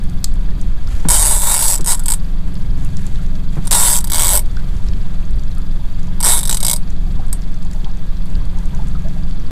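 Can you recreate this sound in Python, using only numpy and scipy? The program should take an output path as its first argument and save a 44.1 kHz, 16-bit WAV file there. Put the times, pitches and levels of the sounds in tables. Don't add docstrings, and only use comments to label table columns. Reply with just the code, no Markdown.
import sys
import numpy as np
from scipy import signal
from scipy.fft import rfft, irfft
from scipy.io import wavfile
from scipy.ndimage import uniform_filter1d

SR = 44100
rng = np.random.default_rng(int(sys.argv[2]) if len(sys.argv) > 2 else 0)


def wav_out(sig):
    wavfile.write(sys.argv[1], SR, np.round(np.clip(np.atleast_2d(sig).T, -1, 1) * 32767).astype(np.int16))


N = 419371
TIME = np.arange(N) / SR
BODY_BINS_HZ = np.fft.rfftfreq(4096, 1 / SR)

# time in seconds, spool speed in teeth per second, pull on the pawl in dB.
TUGS = [
    [(1.0864, 52.3, 6.5), (1.115, 115, 2.5), (1.14, 149.2, 1.5), (1.2, 156.7, -0.5), (1.24, 153.7, 0.7),
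     (1.3, 138.7, 0), (1.345, 124.3, -0.8), (1.385, 86.8, -3.5), (1.42, 98.8, -3), (1.455, 126.2, -3),
     (1.5, 114.8, 0.3), (1.545, 97.2, 1.7), (1.578, 64.3, -1), (1.61, 125.4, 0.3), (1.68, 108.4, 1.2),
     (1.735, 87.3, -0.8), (1.768, 38.6, -1), (1.815, 21.8, 4)],
    [(1.8446, 43.9, -3.5), (1.88, 108.7, -0.5), (1.912, 110.9, 1.5), (1.94, 65.7, 1.1), (1.965, 21.4, -10),
     (1.998, 67.9, -13)],
    [(2.036, 45.7, -14.5), (2.07, 40.5, 8.4), (2.104, 57.8, 3.0), (2.14, 54.4, 0.5)],
    [(3.6516, 51.0, -20.6), (3.674, 51.1, -3)],
    [(3.7098, 62.9, 4), (3.745, 154.6, 1.5), (3.78, 126.5, 2.4), (3.81, 109.9, 1.8), (3.865, 113.2, 3),
     (3.9, 130.3, 1.3), (3.935, 148.7, -0.1), (3.968, 107.6, 0), (3.99, 41, -2.7), (4.01, 28.4, 0.6)],
    [(4.0429, 34.1, 1.2), (4.09, 34.1, -1.5), (4.137, 83.4, -1.2), (4.217, 77.0, 1.0), (4.358, 104.3, 2.1),
     (4.396, 30.5, 2.2)],
    [(6.2037, 26.6, 7.9), (6.22, 46.7, 3), (6.245, 84.9, 3), (6.275, 112.7, 4.3), (6.325, 132.2, 2.3),
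     (6.36, 104.3, -0.3), (6.385, 73, -2), (6.412, 38.3, -2.5)],
    [(6.431, 45.8, 0.1), (6.47, 45.9, 1.1), (6.516, 66.0, -1.2), (6.573, 29.7, 6.3)],
    [(6.6037, 31.7, 5.6), (6.64, 53.0, 3.2), (6.699, 69.1, 1.4), (6.765, 19.8, 12.1)],
    [(7.3289, 40, 3.5), (7.34, 40, 3.5)],
]
# shift of its main note in Hz, shift of its upper resonances
# in Hz, change of its highest resonance in dB, whine of the spool in dB against the rod.
PAWL_SEATING = [(0, -190, 1, -17), (0, -5, 1, -24), (80, 0, -2, -19), (0, -5, -1, -22), (30, -100, 0, -23),
                (0, 193, 4, -10), (170, 77, -2, -11.5), (150, 0, 1, -17), (0, 3, 2, -7), (0, -200, -8, -22)]
# spool speed in teeth per second, contact in seconds, chatter in dB,
# rebound delay in seconds (before scatter), rebound in dB (before the extra rebound and scatter).
PAWL_LANDING = [(60, .0022, -5, .0056, -8), (85, .0018, -4.5, .0053, -4), (115, .0014, -5.5, .0043, -2.5),
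                (132, .0015, -4.5, .0038, -2.5), (150, .0015, -4, .0028, -5)]
# time in seconds, frame in dB, change of the
# frame's sharpest ring in dB, rod in dB, grip in dB, extra rebound of the pawl in dB.
LOAD_SHAKE = [(1.1, -10, -4, -13, -19, 7), (1.22, -10.5, -4, -13.5, -21, -6),
              (1.35, -14, 1, -16.5, -21.5, 3.5), (1.5, -10.5, 5, -10.5, -22.5, -0.5),
              (1.68, -10.5, -10, -17, -22, 7), (1.9, -9, 2, -11.5, -22.5, 0), (2.1, -12.5, -3, -15, -26, 2),
              (3.73, -7, 3, -11, -18, 6.5), (3.8, -11, -1, -12, -20, 0), (3.96, -10, -3, -14.5, -21, 8),
              (4.15, -6, 4, -9.5, -19.5, 0.5), (4.35, -12, 2, -14.5, -19, -1),
              (6.25, -8.5, 2, -11.5, -20, 6.5), (6.35, -10.5, 5.5, -14, -21, 4.5),
              (6.5, -5.5, 3.5, -14, -19, 1.5), (6.7, -6.5, 1, -17.5, -19.5, 0.5),
              (7.33, -14, -4, -14.5, -22, -1)]
# centre in Hz, width in Hz, level in dB against the main note.
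PAWL_UPPER_MODES = [(7590, 210, -10), (9900, 1700, -14.5), (10890, 600, -7), (13820, 380, -13)]
# centre in Hz, width in Hz, relative level in dB.
FRAME_MODES = [(3240, 590, -7.5), (3800, 310, 1), (4100, 90, -11), (4770, 410, 1.5), (5420, 550, -1),
               (5920, 590, -0.5), (6750, 320, -2.5)]
# centre in Hz, width in Hz, relative level in dB.
ROD_MODES = [(858, 40, -0.5), (940, 38, 2.5), (1020, 40, -3.5), (1115, 30, -4), (1410, 200, -8.5),
             (1880, 400, -11.5)]
# centre in Hz, width in Hz, relative level in dB.
GRIP_MODES = [(410, 95, -6.5), (557, 25, -1), (614, 23.5, 2.5), (723, 24.5, -2)]
# centre in Hz, width in Hz, relative level in dB.
FLANGE_MODES = [(2187, 53, -6)]
PAWL_HZ, SAG_HZ_PER_S, NOTE_SCATTER = 8334, 260, 0.032
TOOTH_DB, CREEP_TEETH_PER_S, CREEP_DB_PER_OCTAVE = 11, 64.3, 11.5

# start in seconds, peak level in dB.
BUTT_SNAPS = [(0.243, -3.5)]
# centre in Hz, width in Hz, relative level in dB.
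BUTT_MODES = [(1190, 740, -17.5), (4160, 590, -3), (5040, 650, -5.5), (6740, 550, -1), (7800, 450, 2),
              (10500, 1300, -12), (13400, 1300, -14)]
# start in seconds, peak level in dB, centre in Hz.
TACKLE_TICKS = [(0.614, -27, 7300), (1.052, -20, 1100), (1.809, -21.5, 5000), (2.554, -31, 4550),
                (2.848, -28, 9000), (2.969, -23.5, 6200), (3.066, -24, 7360), (3.157, -30, 3900),
                (4.568, -26, 4240), (4.886, -26, 4750), (4.934, -29, 3440), (5.515, -31, 4350),
                (5.582, -32, 9000), (5.995, -34, 7100), (6.875, -36, 4620), (7.712, -32, 7150),
                (7.734, -27.5, 6978), (7.845, -26, 3800), (8.169, -32, 4370), (8.353, -27.5, 3840),
                (8.656, -30, 7240), (8.748, -31, 6800), (8.872, -37, 7000)]
STRAY_TICK_DB, STRAY_SPREAD_DB, STRAY_LOW_HZ, STRAY_HIGH_HZ = -31, 6, 3800, 9000

# start in seconds, peak level in dB.
HULL_BUMPS = [(1.049, -9.5), (1.793, -20), (3.568, -14), (7.832, -20.5)]
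# centre in Hz, width in Hz, relative level in dB.
HULL_MODES = [(149.7, 25.4, 3.5), (330, 100, -14), (955, 590, -29.5)]
# start in seconds, peak level in dB, centre in Hz, width in Hz.
WATER_SLAPS = [(4.326, -22, 610, 50), (4.568, -27, 1520, 90), (7.189, -27.5, 770, 110),
               (7.86, -30, 860, 220), (8.41, -37, 1040, 130), (8.789, -30, 820, 110),
               (8.951, -30.5, 1260, 130), (9.045, -30.5, 657, 50), (9.16, -33, 694, 90)]
BUMP_DECAY_S, SLAP_CYCLES = 0.02, 18
LAP_DB, LAP_SPREAD_DB, LAP_LOW_HZ, LAP_HIGH_HZ = -37, 5, 550, 1600

# time in seconds, firings per second.
IDLE_PACE = [(0, 21.83), (2.2, 21.82), (2.7, 21.69), (4.4, 21.68), (5.2, 21.47), (6.9, 21.42), (7.6, 21.66),
             (9.51, 21.74)]
# time in seconds, level in dB.
IDLE_LEVEL = [(0, -24.5), (1.5, -33), (2.9, -22.5), (4.1, -28), (7, -26.5), (8.1, -30.5), (8.75, -24),
              (9.5, -28)]
# multiple of the firing rate, relative level in dB.
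EXHAUST_ORDERS = [(2, 4), (3, 4), (4, -1), (5, -2), (6, 1), (7, -2.5), (8, 2), (9, -3.5), (11, -14.5),
                  (12, -14.5), (13, -14), (16, -26.5), (17, -21.5), (18, -23.5)]
# centre in Hz, width in Hz, relative level in dB.
COWL_MODES = [(648, 27, 7), (727, 25, 7), (985, 16, 7), (1187, 26, 5), (1641, 30, 6), (2567, 15, 1),
              (3250, 54, 3), (3483, 55, 4), (3840, 200, -2), (4400, 100, -1.5), (4670, 76, -3)]

# frequency in Hz, relative density in dB per Hz.
BUFFET_SPECTRUM = [(1, -7), (5, 2.5), (12, 1), (20, -3), (28, -10.5), (45, -35), (90, -78.5)]
# frequency in Hz, relative density in dB per Hz.
GUST_SPECTRUM = [(12, -5.5), (26, -1.5), (40, 0), (60, -14.5), (90, -21.5), (150, -33), (400, -44),
                 (1500, -104)]
# start in seconds, length in seconds, level in dB before the gust lift.
GUSTS = [(0.297, 0.4, -17.5), (0.87, 0.52, -16.5), (2.694, 0.043, -18.5), (3.997, 0.4, -20),
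         (4.496, 0.059, -22), (4.721, 0.29, -17), (5.33, 0.047, -16.5), (6.956, 0.4, -20),
         (8.342, 0.034, -13)]
BREEZE_DB, BUFFET_DB, GUST_RISE_S, GUST_FALL_S = -25.5, -9.5, 0.0096, 0.013

# frequency in Hz, relative density in dB per Hz.
WASH_SPECTRUM = [(60, 3), (170, 5), (270, 1), (380, -7.5), (520, -8), (750, -12.5), (1200, -13.5),
                 (2000, -19), (2700, -22.5), (4500, -27.5), (5600, -35), (8000, -54), (12000, -75),
                 (15000, -68)]
# frequency in Hz, relative density in dB per Hz.
RUSTLE_SPECTRUM = [(2000, 8), (5500, -0.5), (6700, 3.5), (8200, 2), (9500, -3.5), (11000, -2), (13000, -6),
                   (15000, -55)]
# start in seconds, length in seconds, level in dB.
RUSTLES = [(0.92, 0.082, -44), (2.8, 0.31, -48.5), (3.56, 0.16, -48.5), (4.55, 0.43, -51.5),
           (8.7, 0.45, -56)]
FLUTTER_DB, RUSTLE_RISE_S, RUSTLE_FALL_S = -52.5, 0.04, 0.13

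EDGE_HZ = 15350


def reel(note_width_hz=350, vary_db=2.0, frame_vary_db=3.0, push=0.4, rebound_note=0.99):
    t = np.arange(2048) / SR
    metal, spool, rod, grip = np.zeros((4, N))
    scrapes = rng.standard_normal((2, len(t)))
    alike, note_jitter = .9, .016
    share = np.clip(push, 0, 1)
    load_s, *load_columns = np.transpose(LOAD_SHAKE)
    for tug, (note_shift_hz, shift_hz, top_db, whine_db) in zip(TUGS, PAWL_SEATING):
        upper = np.array(PAWL_UPPER_MODES, float)
        upper[:, 0] += shift_hz
        upper[-1, 2] += top_db
        for s, strength_db, hz, per_s in tug_teeth(tug):
            load = [np.interp(s, load_s, column) for column in load_columns]
            frame_db, ring_db, rod_db, grip_db, rebound_db = load
            shell = np.array(FRAME_MODES, float)
            shell[1, 2] += ring_db
            frame = body(scattered(shell, frame_vary_db))
            fresh = rng.standard_normal(scrapes.shape)
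            scrapes = alike * scrapes + np.sqrt(1 - alike ** 2) * fresh
            envelope, landings = flick(t, per_s, rebound_db)
            for (delay_s, force), scrape, note in zip(landings, scrapes, (1, rebound_note)):
                landing_s = s + delay_s
                strike = force * gain_of(strength_db)
                note_hz = (hz + note_shift_hz) * note * (1 + note_jitter * rng.standard_normal())
                pawl = body([(note_hz, note_width_hz, 0)] + scattered(upper, vary_db))
                for response, share_db in ((pawl, 0), (frame, frame_db)):
                    ring = signal.fftconvolve(scrape * envelope, response[:len(t)])
                    add(metal, landing_s, strike * gain_of(share_db) * ring / np.linalg.norm(ring))
                chatter = rng.standard_normal(len(t)) * envelope
                knock = strike * (share * (t == 0) + np.sqrt(1 - share ** 2) * chatter)
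                for part, part_db in ((rod, rod_db), (grip, grip_db), (spool, rod_db + whine_db)):
                    add(part, landing_s, knock * gain_of(part_db))
    return metal + through(rod, ROD_MODES) + through(grip, GRIP_MODES) + through(spool, FLANGE_MODES)


def tug_teeth(tug):
    jitter_s, uneven_db = .0002, 1.3
    t = np.arange(tug[0][0], tug[-1][0], 1 / SR)
    teeth_passed = np.cumsum(curve(tug, t)) / SR
    tooth = np.arange(int(teeth_passed[-1]) + 1)
    late, force, note = rng.standard_normal((256, 3))[tooth].T
    s = np.interp(tooth, teeth_passed, t)
    per_s = curve(tug, s)
    eased_db = CREEP_DB_PER_OCTAVE * np.maximum(np.log2(CREEP_TEETH_PER_S / per_s), 0)
    db = TOOTH_DB + curve(tug, s, axis=2) - eased_db + uneven_db * force
    sagged_hz = PAWL_HZ - SAG_HZ_PER_S * (s - s[0])
    hz = sagged_hz * (1 + NOTE_SCATTER * note * np.minimum(CREEP_TEETH_PER_S / per_s, 1))
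    return np.transpose([s + jitter_s * late, db, hz, per_s])


def flick(t, per_s, extra_db):
    speeds, *columns = np.transpose(PAWL_LANDING)
    contact_s, chatter_db, rebound_s, rebound_db = (np.interp(per_s, speeds, c) for c in columns)
    envelope = blow(t, contact_s, chatter_db, chatter_s=.0048, deck_db=-18.5, deck_s=.02)
    again = gain_of(rebound_db + extra_db + 2 * rng.standard_normal())
    delay_s = rebound_s * rng.uniform(.92, 1.08)
    total = np.hypot(1, again)
    return envelope, [(0, 1 / total), (delay_s, again / total)]


def scattered(modes, spread_db):
    return [(hz, width, db + spread_db * rng.standard_normal()) for hz, width, db in modes]


def tackle():
    t, out, tick_width = np.arange(4096) / SR, np.zeros(N), .28
    shape = blow(t, contact_s=.0018, chatter_db=-7, chatter_s=.004, deck_db=-24, deck_s=.022)
    faint = strays(STRAY_TICK_DB, STRAY_SPREAD_DB, STRAY_LOW_HZ, STRAY_HIGH_HZ, count=50)
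    hits = [(s, db, BUTT_MODES) for s, db in BUTT_SNAPS]
    hits += [(s, db, [(hz, hz * tick_width, 0)]) for s, db, hz in TACKLE_TICKS + faint]
    for s, db, modes in hits:
        tick = signal.fftconvolve(shape * rng.standard_normal(len(t)), body(modes))
        add(out, s, gain_of(db) * tick / abs(tick).max())
    return out


def hull(lap_width=0.044):
    t, out = np.arange(SR // 4) / SR, np.zeros(N)
    laps = strays(LAP_DB, LAP_SPREAD_DB, LAP_LOW_HZ, LAP_HIGH_HZ, count=12)
    water = WATER_SLAPS + [(s, db, hz, hz * lap_width) for s, db, hz in laps]
    pushes = [(s, db, BUMP_DECAY_S, HULL_MODES) for s, db in HULL_BUMPS]
    pushes += [(s, db, SLAP_CYCLES / hz, [(hz, width_hz, 0)]) for s, db, hz, width_hz in water]
    for s, db, decay_s, modes in pushes:
        burst = np.exp(-t / decay_s) * rng.standard_normal(len(t))
        slap = signal.fftconvolve(burst, body(modes))
        add(out, s, gain_of(db) * slap / abs(slap).max())
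    return out


def outboard(lag_s_per_hz=.0003, waver=0.41, valve_hz=4650):
    firing_hz = curve(IDLE_PACE)
    firings, thud = np.cumsum(firing_hz) / SR, np.zeros(N)
    for order, db in EXHAUST_ORDERS:
        multiple = round(order)
        lag_cycles = lag_s_per_hz * (multiple * firing_hz.mean()) ** 2 / 2
        note = np.cos(2 * np.pi * (multiple * firings - lag_cycles))
        thud += gain_of(db) * (1 + waver * drift(9)) * note
    pulse = 1 + 0.39 * np.cos(2 * np.pi * firings)
    whirr = through(rng.standard_normal(N), COWL_MODES) * pulse
    taps = rng.standard_normal(N) * np.exp(-(firings % 1) / .12) * gain_of(3 * drift(21))
    valves = evened(through(taps, [(valve_hz, 380, 0)]))
    return gain_of(curve(IDLE_LEVEL)) * evened(thud) + gain_of(-51.0) * whirr + gain_of(-60) * valves


def wind(gust_db=4.0):
    buffet = steadied(noise(BUFFET_SPECTRUM)) * gain_of(BUFFET_DB)
    gust_gain = gain_of(gust_db) * swells(GUSTS, BREEZE_DB, GUST_RISE_S, GUST_FALL_S)
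    gusts = steadied(noise(GUST_SPECTRUM)) * gust_gain
    fade_in = np.minimum(TIME / .02, 1)
    return .72 * np.tanh(fade_in * (buffet + gusts) / .72)


def steadied(x):
    return x / np.sqrt(abs(uniform_filter1d(x ** 2, size=6000)) + .1)


def sea(drops_per_s=45, drops_db=-57):
    t, drops = np.arange(1024) / SR, np.zeros(N)
    pitches_hz = np.geomspace(700, 9000, num=24)
    for hz in pitches_hz:
        size = gain_of(4.5 * np.minimum(rng.exponential(1, N), 3))
        bursts = size * (rng.random(N) < drops_per_s / len(pitches_hz) / SR)
        ping = np.sin(2 * np.pi * hz * t) * np.exp(-hz * t / 7)
        drops += signal.oaconvolve(bursts, ping)[:N]
    swell_db = .8 * drift(6)
    return noise(WASH_SPECTRUM) * gain_of(-37.5 + swell_db) + gain_of(drops_db) * evened(drops)


def clothes():
    grain_db = 2 * drift(400) + 1.2 * drift(40)
    shifting = swells(RUSTLES, FLUTTER_DB, RUSTLE_RISE_S, RUSTLE_FALL_S)
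    return noise(RUSTLE_SPECTRUM) * gain_of(grain_db) * shifting


def body(modes):
    power = sum((gain_of(db) / (1 + ((BODY_BINS_HZ - hz) / width) ** 2)) ** 2 for hz, width, db in modes)
    log_gain = np.log(np.r_[power, power[-2:0:-1]] + 1e-10) / 2
    ring = np.fft.ifft(np.exp(np.conj(signal.hilbert(log_gain)))).real
    return ring / np.linalg.norm(ring)


def through(x, modes):
    return signal.oaconvolve(x, body(modes))[:N]


def blow(t, contact_s, chatter_db, chatter_s, deck_db, deck_s):
    contact = np.exp(-(t / contact_s) ** 2)
    chatter = (gain_of(chatter_db) * np.exp(-t / chatter_s)) ** 2
    deck = (gain_of(deck_db) * np.exp(-t / deck_s)) ** 2
    power = contact + chatter + deck
    return np.sqrt(power / power.sum())


def strays(top_db, spread_db, low_hz, high_hz, count):
    return [(when * N / SR, top_db - spread_db * weak, low_hz * (high_hz / low_hz) ** high)
            for when, weak, high in rng.random((count, 3))]


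def swells(rows, rest_db, rise_s, fall_s):
    power = gain_of(rest_db) ** 2
    for s, length_s, db in rows:
        before = np.maximum(s - TIME, 0) / rise_s
        after = np.maximum(TIME - s - length_s, 0) / fall_s
        power = power + gain_of(db) ** 2 * np.exp(-(before + after) ** 2)
    return np.sqrt(power)


def noise(spectrum):
    hz, db = np.transpose(spectrum)
    bins_hz = np.fft.rfftfreq(N, 1 / SR)
    shape = gain_of(np.interp(np.log(bins_hz + 1), np.log(hz + 1), db))
    return evened(irfft(rfft(rng.standard_normal(N)) * shape, N))


def drift(per_s):
    knots = rng.standard_normal(4096)
    return evened(np.interp(TIME * per_s, np.arange(len(knots)), knots))


def curve(rows, at=TIME, axis=1):
    columns = np.transpose(rows)
    return np.interp(at, columns[0], columns[axis])


def add(mix, s, sound):
    part = mix[max(round(s * SR), 0):][:len(sound)]
    part += sound[:len(part)]


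def gain_of(db):
    return 10 ** (np.asarray(db) / 20)


def evened(x):
    return x / np.sqrt(np.mean(x ** 2) + 1e-20)


def scene():
    return (reel() + tackle() + hull() + outboard() + wind() + sea() + clothes())[None]


def record(dry):
    clipped = np.clip(dry, -1, 1)
    low_pass = signal.firwin(255, EDGE_HZ, window=("kaiser", 7), fs=SR)
    return signal.oaconvolve(clipped, low_pass[None], "same")


dry = scene()
out = record(dry)
wav_out(out)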